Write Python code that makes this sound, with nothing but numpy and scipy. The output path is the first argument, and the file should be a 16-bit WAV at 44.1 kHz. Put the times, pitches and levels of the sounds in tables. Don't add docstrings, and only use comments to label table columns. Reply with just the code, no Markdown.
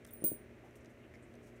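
import sys
import numpy as np
from scipy import signal
from scipy.fft import rfft, irfft
from scipy.io import wavfile

SR = 44100
rng = np.random.default_rng(int(sys.argv[2]) if len(sys.argv) > 2 else 0)


def master_out(mix):
    frames = np.transpose(np.atleast_2d(mix))
    ceiling = np.clip(frames, -1, 1)
    pcm = np.round(ceiling * 32767).astype(np.int16)
    wavfile.write(sys.argv[1], SR, pcm)


N = 70560
TIME = np.arange(N) / SR


def from_db(db):
    return 10 ** (np.asarray(db) / 20)


def rms_one(x):
    return x / np.sqrt(np.mean(x ** 2) + 1e-20)


def colour(x, spectrum):
    hz, db = np.transpose(spectrum)
    freq = np.arange(N + 1) * SR / (2 * N)
    gain = from_db(np.interp(np.log(freq + 1), np.log(hz), db))
    cepstrum = irfft(np.log(gain))
    cepstrum[1:N] *= 2
    cepstrum[N + 1:] = 0
    return irfft(rfft(x, 2 * N) * np.exp(rfft(cepstrum)))[:N]


def impulses(times, sizes):
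    return np.bincount((np.abs(times) * SR).astype(int), sizes, N)[:N] + 1e-18


def fade(x, decay_s):
    return signal.lfilter([1], [1, -np.exp(-1 / (decay_s * SR))], x)


def drift(hz):
    freq = np.arange(N // 2 + 1) * SR / N
    return rms_one(irfft(rfft(rng.standard_normal(N)) / (1 + (freq / hz) ** 2), N))


def crackle():
    return rng.choice([-1., 1.], N)


# frequency in Hz, relative level in dB.
AIR_EQ = [(20, -34), (35, -9.5), (60, 4), (85, 2.5), (110, -4.5), (160, -6.5), (210, -2), (260, -3),
          (320, 1), (370, -1.5), (430, -6), (500, -6.5), (580, -3.5), (700, -8), (800, -15.5), (950, -17),
          (1200, -17), (2100, -13), (2700, -19.5), (3400, -28), (5000, -33.5), (9000, -36.5), (12000, -40),
          (15500, -43), (16500, -64.5)]


def ventilation(level_db=-59):
    return from_db(level_db) * rms_one(colour(rng.standard_normal(N), AIR_EQ))


# pitch in Hz, level in dB, unsteadiness, throb depth.
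HUM_TONES = [(120.3, -65.5, 0.08, 0.11), (236.9, -64, 0.59, 0.96), (358.4, -69, .6, 0),
             (377.3, -72, 0.587, 0), (420, -69, 0.43, 0), (484, -76, 0.3, 0.066),
             (636.6, -75.5, 0.73, 0.11)]


def hum(waver_hz=2.6, throb_hz=5.86, throb_peak_s=1.365):
    throb = np.cos(2 * np.pi * throb_hz * (TIME - throb_peak_s))
    out = 0
    for hz, db, unsteady, depth in HUM_TONES:
        waver = 1 + depth * throb + unsteady * (drift(waver_hz) + 1j * drift(waver_hz))
        tone = np.exp(2j * np.pi * (hz * TIME + rng.random()))
        out += from_db(db) * rms_one(np.real(waver * tone))
    return out


# frequency in Hz, gain in dB.
SNAP_EQ = [(1000, 1), (2000, 0.5), (4000, -3), (6000, -5), (8500, -5.5), (11000, -7), (16000, -18)]
# start in seconds, level in dB, ring pitch in Hz, ring offset in dB.
SNAPS = [(0.0485, -47, 8860, -2.5), (0.052, -44.5, 6270, -15), (0.71, -60, 6000, -11),
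         (.756, -52, 8560, -12), (0.8475, -52.5, 1900, -11), (0.859, -57.5, 3960, -6),
         (1.139, -60, 1900, 8), (1.148, -61, 5500, -6), (1.156, -56, 2100, -2), (1.3402, -56, 8800, -12),
         (1.354, -56, 6020, -9)]


def snaps(decay_s=.0011, ring_s=.002):
    starts, levels = np.transpose(SNAPS)[:2]
    bursts = fade(impulses(starts, from_db(levels)), decay_s) * crackle()
    out = colour(bursts, SNAP_EQ)
    for start, db, hz, ring_db in SNAPS:
        envelope = fade(impulses([start], [from_db(db + ring_db)]), ring_s)
        out += envelope * np.sin(2 * np.pi * hz * (TIME - start))
    return out


# start in seconds, length in seconds, level in dB, centre in Hz, width in octaves.
RUBS = [(.064, 0.007, -64, 8000, 1.0), (.072, 0.0094, -62, 10100, 0.98), (0.081, .022, -68, 12000, 1),
        (0.106, .012, -62, 13000, .3), (0.125, .012, -61, 12300, 0.6), (0.081, 0.03, -72, 3440, 0.1),
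        (0.64, .06, -79.5, 6950, 1.0), (0.631, 0.061, -62.5, 720, 0.42), (.753, 0.036, -71, 8000, 0.75),
        (0.802, 0.028, -78, 6330, .4), (0.856, 0.0096, -69, 5400, 0.4), (0.894, 0.032, -77.5, 7500, 0.5),
        (1.026, 0.05, -71, 2780, 0.19), (1.138, 0.032, -64, 2020, 0.2), (1.135, 0.035, -77, 5500, 0.42),
        (1.22, 0.039, -74, 8140, 0.18), (1.421, 0.08, -76.5, 7000, 0.53), (1.459, 0.048, -73.5, 6800, 0.72),
        (1.555, .035, -77.5, 7500, 0.64)]


def rubbing(grains_per_s=460, grain_gain=.24, rise_share=.28):
    octave = np.log2(np.arange(N // 2 + 1) * SR / N + 1)
    out = 0
    for start, length, db, hz, width in RUBS:
        grains = rms_one((rng.random(N) < grains_per_s / SR) * rng.standard_normal(N))
        friction = rng.standard_normal(N) + grain_gain * grains
        bell = np.exp(-.5 * ((octave - np.log2(hz)) / width) ** 2)
        band = rms_one(irfft(rfft(friction) * bell, N))
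        age = np.maximum(TIME - start, 0) / (rise_share * length)
        out += from_db(db) * band * age * np.exp(1 - age)
    return out


# frequency in Hz, gain in dB.
TICK_EQ = [(1000, -23.5), (2500, -17), (4000, -16), (5200, -19.5), (6500, -9), (7600, -10), (8700, -0.5),
           (9600, 0.5), (11200, 1), (13200, 2), (14300, -6), (15500, 0.5), (16300, -8.5), (17000, -18.5)]


def coin_ticks(times, db, crack_db=-7, crack_s=.00028, hiss_db=-28.5, hiss_s=.013):
    hits = impulses(times, from_db(db))
    crack = from_db(crack_db) * fade(hits, crack_s) * crackle()
    hiss = from_db(hiss_db) * np.sqrt(fade(hits ** 2, hiss_s / 2)) * rng.standard_normal(N)
    return colour(hits + crack + hiss, TICK_EQ)


LOWER_HZ = [9166, 9202, 9245, 9376, 9402]
UPPER_HZ = [15140, 15298, 15378, 15400, 15720]
# relative level in dB, time to fall 60 dB in seconds.
LOWER_MODES = [(-8.5, 0.22), (-12.5, 0.15), (-9.5, 0.13), (-3.5, 0.13), (-14.5, .22)]
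UPPER_MODES = [(-13.5, 0.072), (-18, .13), (0.5, 0.12), (-19.5, 0.082), (-33, .14)]


def ringing(times, db, pitches, modes, stretch=1, rise_s=.0015):
    out = 0
    for hz, (mode_db, t60) in zip(pitches, modes):
        added = impulses(times, from_db(db + mode_db) ** 2)
        energy = fade(added, stretch * t60 / np.log(1e6))
        fresh_share = (added > 1e-15) * added / energy
        nudges = np.cumsum(fresh_share * rng.uniform(-.6, .6, N))
        swell = fade(energy, rise_s) / (rise_s * SR)
        out += np.sqrt(swell) * np.sin(2 * np.pi * (hz * TIME + rng.random()) + nudges)
    return out


# start in seconds, tick level in dB, lower ring in dB, upper ring in dB.
PICKUP_TOUCHES = [(.1092, -39, -57.5, -71), (.1328, -50.5, -77.5, -57), (.1352, -38, -68.5, -48.5),
                  (.1448, -48, -62.5, -70)]


def coin_lifted(clink_hz=15200, clink_db=6, clink_s=.005, tip_s=.22, tip_width_s=.011, tip_db=12.5):
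    starts, tick_db, lower_db, upper_db = np.transpose(PICKUP_TOUCHES)
    lower = ringing(starts, lower_db, LOWER_HZ, LOWER_MODES, stretch=4.2)
    upper = ringing(starts, upper_db, UPPER_HZ, UPPER_MODES, stretch=1.5)
    tipping = from_db(tip_db * np.exp(-((TIME - tip_s) / tip_width_s) ** 2))
    landing_s, cloth_t60 = LANDING_HITS[0][0], LOWER_MODES[0][1]
    damping = from_db(-60 * np.maximum(TIME - landing_s, 0) / cloth_t60)
    rim_hits = impulses(starts, from_db(upper_db + clink_db))
    clink = fade(rim_hits, clink_s) * np.sin(2 * np.pi * clink_hz * TIME)
    return coin_ticks(starts, tick_db) + clink + damping * (tipping * lower + upper)


# start in seconds, level in dB.
THUMPS = [(0.2209, -33), (.238, -25.5), (.2437, -29), (0.258, -50.5), (.262, -36), (0.2768, -39),
          (0.3164, -28.5)]
# pitch in Hz, level in dB, time to fall 60 dB in seconds.
MAT_MODES = [(187, -25.5, 0.014), (362, 1, 0.018), (562, -4.5, 0.014)]


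def mat_thumps(push_s=.0015, band_hz=(100, 750)):
    starts, levels = np.transpose(THUMPS)
    push = np.exp(-((TIME - push_s / 2) / (push_s / 4)) ** 2)
    force = signal.fftconvolve(impulses(starts, from_db(levels)), push / push.sum())[:N]
    body = sum(from_db(db - 60 * TIME / t60) * np.sin(2 * np.pi * hz * TIME)
               for hz, db, t60 in MAT_MODES)
    bandpass = signal.butter(3, band_hz, "band", fs=SR, output="sos")
    return signal.sosfilt(bandpass, signal.fftconvolve(force, body)[:N])


# frequency in Hz, gain in dB.
KNOCK_EQ = [(500, -20), (1100, -10), (2500, -10.5), (4200, -8.5), (5200, -14.5), (6400, 1), (7600, -9.5),
            (9000, -12), (16000, -23.5)]
# start in seconds, tick level in dB, lower ring in dB, upper ring in dB.
LANDING_HITS = [(.2414, -16, -35.5, -28), (0.2454, -16, -40.5, -24), (0.2609, -23.5, -29, -28.5),
                (0.2709, -21, -44, -45.5), (0.2759, -21, -52.5, -29.5), (.281, -33, -54.5, -60.5),
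                (0.2861, -25, -52, -41), (0.2948, -36, -60.5, -66.5), (.3015, -30, -57, -44),
                (.3047, -36, -53, -59), (.309, -27.5, -58, -50), (0.314, -33, -47, -59),
                (0.325, -36, -68, -48), (.3278, -34, -53, -47), (.3328, -38, -65, -48),
                (0.3337, -38, -60, -65), (.3364, -38, -68, -55), (.3402, -39, -73, -68),
                (.3445, -47, -72, -70), (.352, -46, -61, -62), (.363, -50, -74, -61)]


def coin_landing(knock_db=-3, knock_fall_s=.009, settled_s=.35, settled_db_per_s=180):
    starts, tick_db, lower_db, upper_db = np.transpose(LANDING_HITS)
    weight = np.exp(-(starts - starts[0]) / knock_fall_s)
    knock = colour(impulses(starts, from_db(tick_db + knock_db) * weight), KNOCK_EQ)
    ticks = coin_ticks(starts, tick_db)
    lower = ringing(starts, lower_db, LOWER_HZ, LOWER_MODES)
    upper = ringing(starts, upper_db, UPPER_HZ, UPPER_MODES)
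    settling = from_db(-settled_db_per_s * np.maximum(TIME - settled_s, 0))
    return knock + ticks + lower + settling * upper


def room(x, t60_s=.3, predelay_s=.0058):
    tail = rng.standard_normal(N) * from_db(-60 * TIME / t60_s) * (TIME > predelay_s)
    return signal.fftconvolve(x, tail / np.linalg.norm(tail))[:N]


def scene():
    coins = coin_lifted() + coin_landing()
    thumps = mat_thumps()
    reverb = room(from_db(-28) * coins + from_db(-9.5) * thumps)
    return (coins + thumps + reverb + rubbing() + snaps() + ventilation() + hum())[None]


# frequency in Hz, gain in dB.
MICROPHONE_EQ = [(4000, 0), (4900, -2.5), (5800, 2), (7400, 0), (9400, 0), (10400, -2.5), (11400, 1.5),
                 (14000, -0.5), (15500, -0.5), (16200, -8.5)]
CUTOFF_HZ = 16700


def record(dry):
    heard = colour(dry[0], MICROPHONE_EQ)[None]
    lowpass = signal.ellip(10, .1, 80, CUTOFF_HZ, fs=SR, output="sos")
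    return signal.sosfilt(lowpass, heard)


dry = scene()
out = record(dry)
master_out(out)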